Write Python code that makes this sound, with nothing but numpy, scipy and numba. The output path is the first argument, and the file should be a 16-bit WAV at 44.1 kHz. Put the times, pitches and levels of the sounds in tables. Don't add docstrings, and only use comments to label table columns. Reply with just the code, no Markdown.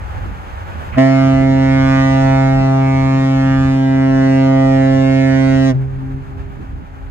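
import sys
import numpy as np
from scipy import signal
from scipy.fft import rfft, irfft, next_fast_len
from scipy.io import wavfile
from scipy.ndimage import uniform_filter1d
from numba import njit

SR = 44100
rng = np.random.default_rng(int(sys.argv[2]) if len(sys.argv) > 2 else 0)


def master_out(mix):
    frames = np.transpose(np.atleast_2d(mix))
    ceiling = np.clip(frames, -1, 1)
    pcm = np.round(ceiling * 32767).astype(np.int16)
    wavfile.write(sys.argv[1], SR, pcm)


N = 313410

GROUPS = [1, 2, 3, 4, 5, 6, 8, 25, 110]
# (overtone number,
# level [dB], left minus right [dB], left lead [rad], scattered against direct sound [dB])
LOW_OVERTONES = [(1, 0, -1.1, 0.16, -24.5), (2, 0, -1.5, 0.29, -13), (3, 0, -8.5, -1.3, -6.5),
                 (4, 0, -11.5, 1.6, -23.5), (5, -9, 0, -1.4, -9.5), (6, -15, -0.5, 2.1, -9),
                 (7, -26.5, -9, -0.93, -5), (8, -28.5, 4, -1.62, 1.5)]

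STEADY_HZ = 133.72
CATCH_S, FIRST_PULSE_S, SHUT_S = .9805, .984, 5.697
SOUNDING_S = (.92, 5.88)
HOP = 64
SIDE = np.array([[.5], [-.5]])


def undb(db):
    return 10 ** (np.asarray(db) / 20)


def curves(table):
    s, *columns = np.transpose(table)
    t = np.arange(N) / SR
    return [np.interp(t, s, column) for column in columns]


def shape(table, hz):
    table = np.array(table)
    return np.interp(np.log(hz), np.log(table[:, 0]), table[:, 1])


def walk(rate):
    k = int(SR / rate)
    steps = np.repeat(rng.standard_normal(N // k + 2), k)
    slewed = uniform_filter1d(uniform_filter1d(steps, k), k)
    return 1.53 * slewed[k // 2:N + k // 2]


def noise_bands(table, alike, flicker_db, rate, lag_s=0.):
    size = next_fast_len(N)
    hz = np.arange(1, size // 2 + 2) * SR / size
    low_hz, high_hz = table[0][0], table[-1][0]
    colour = undb(shape(table, hz)) * (hz > low_hz) * (hz < high_hz)
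    common, left, right = (rfft(rng.standard_normal(size)) for _ in range(3))
    share = np.clip(alike(hz), 0, 1)
    delayed = np.array([np.exp(-2j * np.pi * hz * lag_s), hz ** 0])
    pair = np.sqrt(share) * common * delayed + np.sqrt(1 - share) * np.array([left, right])
    out = 0
    for centre in np.arange(np.log2(low_hz), np.log2(high_hz) + .5, .5):
        window = np.sqrt(np.clip(1 - 2 * abs(np.log2(hz) - centre), 0, 1))
        band = irfft(pair * colour * window, size)[:, :N]
        out = out + undb(flicker_db * walk(rate)) * band
    return out / np.sqrt(np.mean(out.mean(axis=0) ** 2))


def wash():
    # (frequency [Hz], density [dB per Hz])
    wash_colour = [(250, -20.5), (350, -4.5), (430, -11), (500, -3.5), (680, -5), (800, 0.5), (1100, -5),
                   (1450, -4.5), (2000, -12), (3000, -19), (4700, -31.5), (7000, -32.5), (10000, -41),
                   (13000, -38), (15700, -47)]
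    level_db, left_lag_s = -45, .00045
    grain_db = 0.8 * walk(1.7) + 1.0 * walk(40)
    noise = noise_bands(wash_colour, lambda hz: .6 - hz / 30000, 0.5, 18, left_lag_s)
    return undb(level_db + grain_db) * noise


def wind():
    # (time [s], rumble level [dB], flutter level [dB])
    gusts = [(0, -32.5, -48), (.25, -34, -43), (.4, -37, -48), (.95, -35, -43.5), (1.13, -39, -37),
             (1.28, -26, -31), (1.55, -26, -33.5), (1.95, -26.5, -36), (2.5, -30, -37.5), (3.2, -30.5, -35),
             (3.7, -32.5, -38.5), (4.8, -33.5, -38.5), (5.6, -33.5, -39), (5.95, -26, -39),
             (6.28, -29, -39), (6.45, -23.5, -43), (6.75, -27.5, -41.5), (6.87, -37.5, -47),
             (7.11, -26, -46)]
    # (time [s], rumble rise [dB], flutter rise [dB])
    buffets = [(.24, 2, 5), (.62, 3, 3), (.94, 3, 4.5), (1.42, 1, 5.5), (1.54, 0, 7), (2.0, 5, 5),
               (2.63, 0.5, 8.5), (3.07, 5.5, 4.5), (3.23, 0, 6), (3.76, -2, 6.5), (4.95, 4.5, 3.5),
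               (6.61, -2, 12.5), (6.74, 4, 8), (6.82, 5, 11.5)]
    # (frequency [Hz], density [dB per Hz])
    rumble_colour = [(22, -26.5), (32, -22), (40, 3.5), (52, -7), (70, 0.5), (105, -4.5)]
    # (frequency [Hz], density [dB per Hz])
    flutter_colour = [(120, 0), (170, -4.5), (240, -9), (340, -13.5), (480, -25)]
    buffet_s, lump_db, lump_hz, left_minus_right_db = .035, 1, 13, -1

    s, rumble_rise, flutter_rise = np.transpose(buffets)[:, :, None]
    bump = np.exp(-((np.arange(N) / SR - s) / buffet_s) ** 2)
    lumps = lump_db * walk(lump_hz)
    rumble_db, flutter_db = curves(gusts)
    rumble_db = rumble_db + lumps + np.sum(rumble_rise * bump, axis=0)
    flutter_db = flutter_db + lumps + np.sum(flutter_rise * bump, axis=0)
    rumble = noise_bands(rumble_colour, lambda hz: 0.67 + 0 * hz, 3.3, 5.3)
    flutter = noise_bands(flutter_colour, lambda hz: 0.27 + 0 * hz, 2.4, 22)
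    buffeting = undb(rumble_db) * rumble + undb(flutter_db) * flutter
    return buffeting * undb(left_minus_right_db * SIDE)


def echoes(fade_s=0.024):
    delays = [.1346, .301, .4861, .89, 1.6]
    # (fundamental [dB], octave [dB], third overtone [dB], smear of its end [s])
    banks = [(-21.5, -44, -53, .06), (-30, -29.5, -45, .16), (-28.5, -29, -47.5, .04),
             (-43, -65, -49.5, 0.11), (-47.5, -44, -52, .1)]
    t = np.arange(N) / SR
    out = np.zeros((2, N))
    delay = np.array(delays)[:, None]
    first_db, octave_db, third_db, smear_s = np.transpose(banks)[:, :, None]
    lasting = .5 - .5 * np.tanh(2 * (t - SHUT_S - .02 - delay) / smear_s)
    levels = [first_db, octave_db, third_db, third_db - 11, third_db - 11.5, third_db - 10]
    for k, db in enumerate(levels, 1):
        arrival = np.exp(-2j * np.pi * k * STEADY_HZ * delay)
        back = np.sum(undb(db) * lasting * arrival, axis=0)
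        for c in range(2):
            sway = 0.3 * k * walk(3)
            tone = np.exp(2j * np.pi * k * STEADY_HZ * t + 1j * sway)
            flicker = undb((1.2 + .7 * k) * walk(11))
            out[c] += flicker * np.sqrt(2) * (back * tone).imag
    return out * np.clip((t - SHUT_S - .06) / fade_s + 1, 0, 1)


def air():
    # (frequency [Hz], density [dB per Hz])
    hiss_colour = [(600, -12.5), (1200, 4.5), (2600, -1), (4200, -25)]
    start_s, level_db, rise_s, fall_s = 0.913, -42.5, 0.023, 0.018
    t = np.arange(N) / SR
    flow = np.clip((t - start_s) / rise_s, 0, 1) * np.exp(-np.clip(t - CATCH_S, 0, None) / fall_s)
    return undb(level_db) * flow * noise_bands(hiss_colour, lambda hz: 0.44 + 0 * hz, 2.2, 30)


def pitch():
    start_flat_hz, settle_s, sag_hz_per_s = 3.3, .03, 160
    t = np.arange(N) / SR
    flat = start_flat_hz * np.exp(-np.clip(t - CATCH_S, -.01, None) / settle_s)
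    sag = sag_hz_per_s * np.clip(t - SHUT_S + 0.0093, 0, .1)
    return STEADY_HZ - flat - sag


def overtones():
    # (frequency [Hz], level [dB])
    high = [(680, -29), (1150, 1), (1560, -2.5), (2060, 1), (2600, -10.5), (2960, -9.5), (3390, -19.5),
            (4560, -24), (6410, -26.5), (10400, -47), (11400, -50.5), (13000, -47.5), (14500, -50.5)]
    # (frequency [Hz], left minus right [dB])
    pan = [(1200, -6), (2400, -.5), (4400, 4.5), (8000, 0), (15000, -1.5)]
    join_db, left_lag_s = -27.5, 0.00011
    k = np.arange(1, GROUPS[-1])
    hz = k * STEADY_HZ
    db = join_db + shape(high, hz)
    pan_db = shape(pan, hz)
    lead = -2 * np.pi * hz * left_lag_s
    low = len(LOW_OVERTONES)
    db[:low], pan_db[:low], lead[:low] = np.transpose(LOW_OVERTONES)[1:4]
    return k, hz, -1j * undb(db + SIDE * pan_db) * np.exp(1j * SIDE * lead)


def group_db(s):
    # (held level [dB], rise before the catch [dB per s], loss 50 ms after shutting [dB])
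    voice = [(-14, 701.5, 9), (-13.5, 1801.5, 23), (-31, 1305, 8), (-29, 1600, 28), (-27, 1700, 20),
             (-35, 2200, 28), (-29, 3002, 32), (-49, 2602, 47)]
    # (time [s], fundamental against octave [dB], overtone 3 [dB],
    # overtone 4 [dB], overtone 5 [dB], overtones from 8 [dB])
    blast = [(1.03, -1, -4, 0.5, 5, 1.5), (1.2, -1, -11, -2.5, 3.5, 0.5), (1.48, -1.5, -4.5, 0.5, 0, -3),
             (2.0, -2, -10.5, 0.5, 1, 3.5), (2.3, 0.5, -2.5, 1.5, 1, 0.5), (2.76, 0.5, 2, -5.5, 3.5, -2.5),
             (3.2, -2, 0.5, -3, -3.5, -1.5), (3.45, -2, -9.5, -2.5, -4.5, -1.5),
             (3.65, -2.5, 0, -6, -6, -1), (3.91, -4, 1, -5, -3.5, -5.5), (4.25, -3, 3, 1, 1, -0.5),
             (4.6, -1.5, -1, 4, 3, -2), (4.91, -2, -1.5, 5, 0.5, -0.5), (5.33, -2, -1, 2.5, 1.5, 0.5),
             (5.65, -2, -2.5, 1.5, -1, 1.5)]
    # (time [s], width [s], level [dB])
    swells = [(2.5, 0.68, 9), (4.55, 0.28, 4.5)]
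    octave_share = 0.38
    fundamental_late_db, treble_late_db, full_swing_s = 5.5, 2, 0.063
    shut_rasp_db, shut_rasp_s = 3.5, 0.062

    held, rise, loss = np.transpose(voice)[:, :, None]
    times, *columns = np.transpose(blast)
    balance, third, fourth, fifth, upper = (np.interp(s, times, c) for c in columns)
    swell = sum(db * np.exp(-((s - at) / width) ** 2) for at, width, db in swells)
    drift = np.array([(1 - octave_share) * balance, -octave_share * balance,
                      third, fourth, fifth, swell, upper, upper])
    rising = rise * np.clip(CATCH_S - s, 0, None)
    falling = loss * (np.clip(s - SHUT_S, 0, None) / .05) ** 2
    db = held + drift - rising - falling
    growing = np.exp(-np.clip(s - CATCH_S, 0, None) / full_swing_s)
    db[0] -= fundamental_late_db * growing
    db[-1] += shut_rasp_db * np.exp(-((s - SHUT_S) / shut_rasp_s) ** 2) - treble_late_db * growing
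    return db


def eddies(hz, count):
    fade_hz_per_khz = 1.31
    noise = rng.standard_normal((len(hz), count)) + 1j * rng.standard_normal((len(hz), count))
    noise = noise + 0.31 * np.roll(noise, 1, axis=0)
    swing = np.fft.fftfreq(count, HOP / SR) / (fade_hz_per_khz * hz[:, None] / 1000)
    fade = np.fft.ifft(noise / (1 + swing ** 2) ** 1.01, axis=1)
    return fade / np.sqrt(np.mean(abs(fade) ** 2, axis=1, keepdims=True))


@njit
def play(strength, turns, hop):
    out = np.zeros(len(turns))
    for i in range(len(turns)):
        j, part = i // hop, (i % hop) / hop
        turn = np.exp(2j * np.pi * turns[i])
        z = turn
        for k in range(strength.shape[1]):
            now = strength[j, k] + part * (strength[j + 1, k] - strength[j, k])
            out[i] += (z * now).real
            z *= turn
    return out


def horn():
    # (frequency [Hz], common share [0-1])
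    scatter_alike = [(400, 0.35), (1000, 1), (4000, 0.26), (8000, 0.73), (14000, .1)]
    scatter_db, build_s = 2, 0.03
    at_once = 0.63

    k, hz, strength = overtones()
    sounding = slice(int(SOUNDING_S[0] * SR), int(SOUNDING_S[1] * SR))
    turns = np.cumsum(pitch()) / SR
    turns = (turns - turns[int(FIRST_PULSE_S * SR)])[sounding]
    s = SOUNDING_S[0] + np.arange(len(turns) // HOP + 2) * HOP / SR
    scatter = np.full((len(k), 1), undb(scatter_db))
    scatter[:len(LOW_OVERTONES), 0] = undb(np.array(LOW_OVERTONES)[:, 4])
    arrived = 1 - (1 - at_once) * np.exp(-np.clip(s - CATCH_S, 0, None) / build_s)

    gain = np.empty((len(k), len(s)))
    for low, high, db in zip(GROUPS, GROUPS[1:], group_db(s)):
        group = slice(low - 1, high - 1)
        power = np.sum(abs(strength[:, group].mean(axis=0)) ** 2) / 2
        gain[group] = undb(db) / np.sqrt(power)
    gain /= np.sqrt(1 + (scatter * arrived) ** 2)

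    alike = np.clip(shape(scatter_alike, hz), 0, 1)[:, None]
    common = eddies(hz, count=len(s))
    out = np.zeros((2, N))
    for c in range(2):
        fade = np.sqrt(alike) * common + np.sqrt(1 - alike) * eddies(hz, count=len(s))
        heard = strength[c][:, None] * gain * (1 + scatter * arrived * fade)
        out[c, sounding] = play(np.ascontiguousarray(heard.T), turns, HOP)
    return out


def scene():
    return wash() + wind() + echoes() + air() + horn()


@njit
def follow(want_db, fall, rise):
    out, g = np.empty(len(want_db)), want_db[0]
    for i in range(len(want_db)):
        g += (want_db[i] - g) * (fall if want_db[i] < g else rise)
        out[i] = g
    return out


def record(dry):
    loud_from_db, ratio, most_gain_db = -9, 2.6, 7
    attack_s, release_s = 0.05, 18
    ceiling, top_hz = .97, 15720
    power = uniform_filter1d(np.mean(dry ** 2, axis=0), int(0.026 * SR))
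    loud_db = 10 * np.log10(power + 1e-12)
    want_db = np.minimum((loud_from_db - loud_db) * (1 - 1 / ratio), most_gain_db)
    gain = undb(follow(want_db, 1 / (attack_s * SR), 1 / (release_s * SR)))
    x = dry * gain / ceiling
    rounded = ceiling * x / (1 + x ** 6) ** (1 / 6)
    top_cut = signal.ellip(8, .2, 70, top_hz, fs=SR, output="sos")
    return signal.sosfilt(top_cut, rounded)


dry = scene()
out = record(dry)
master_out(out)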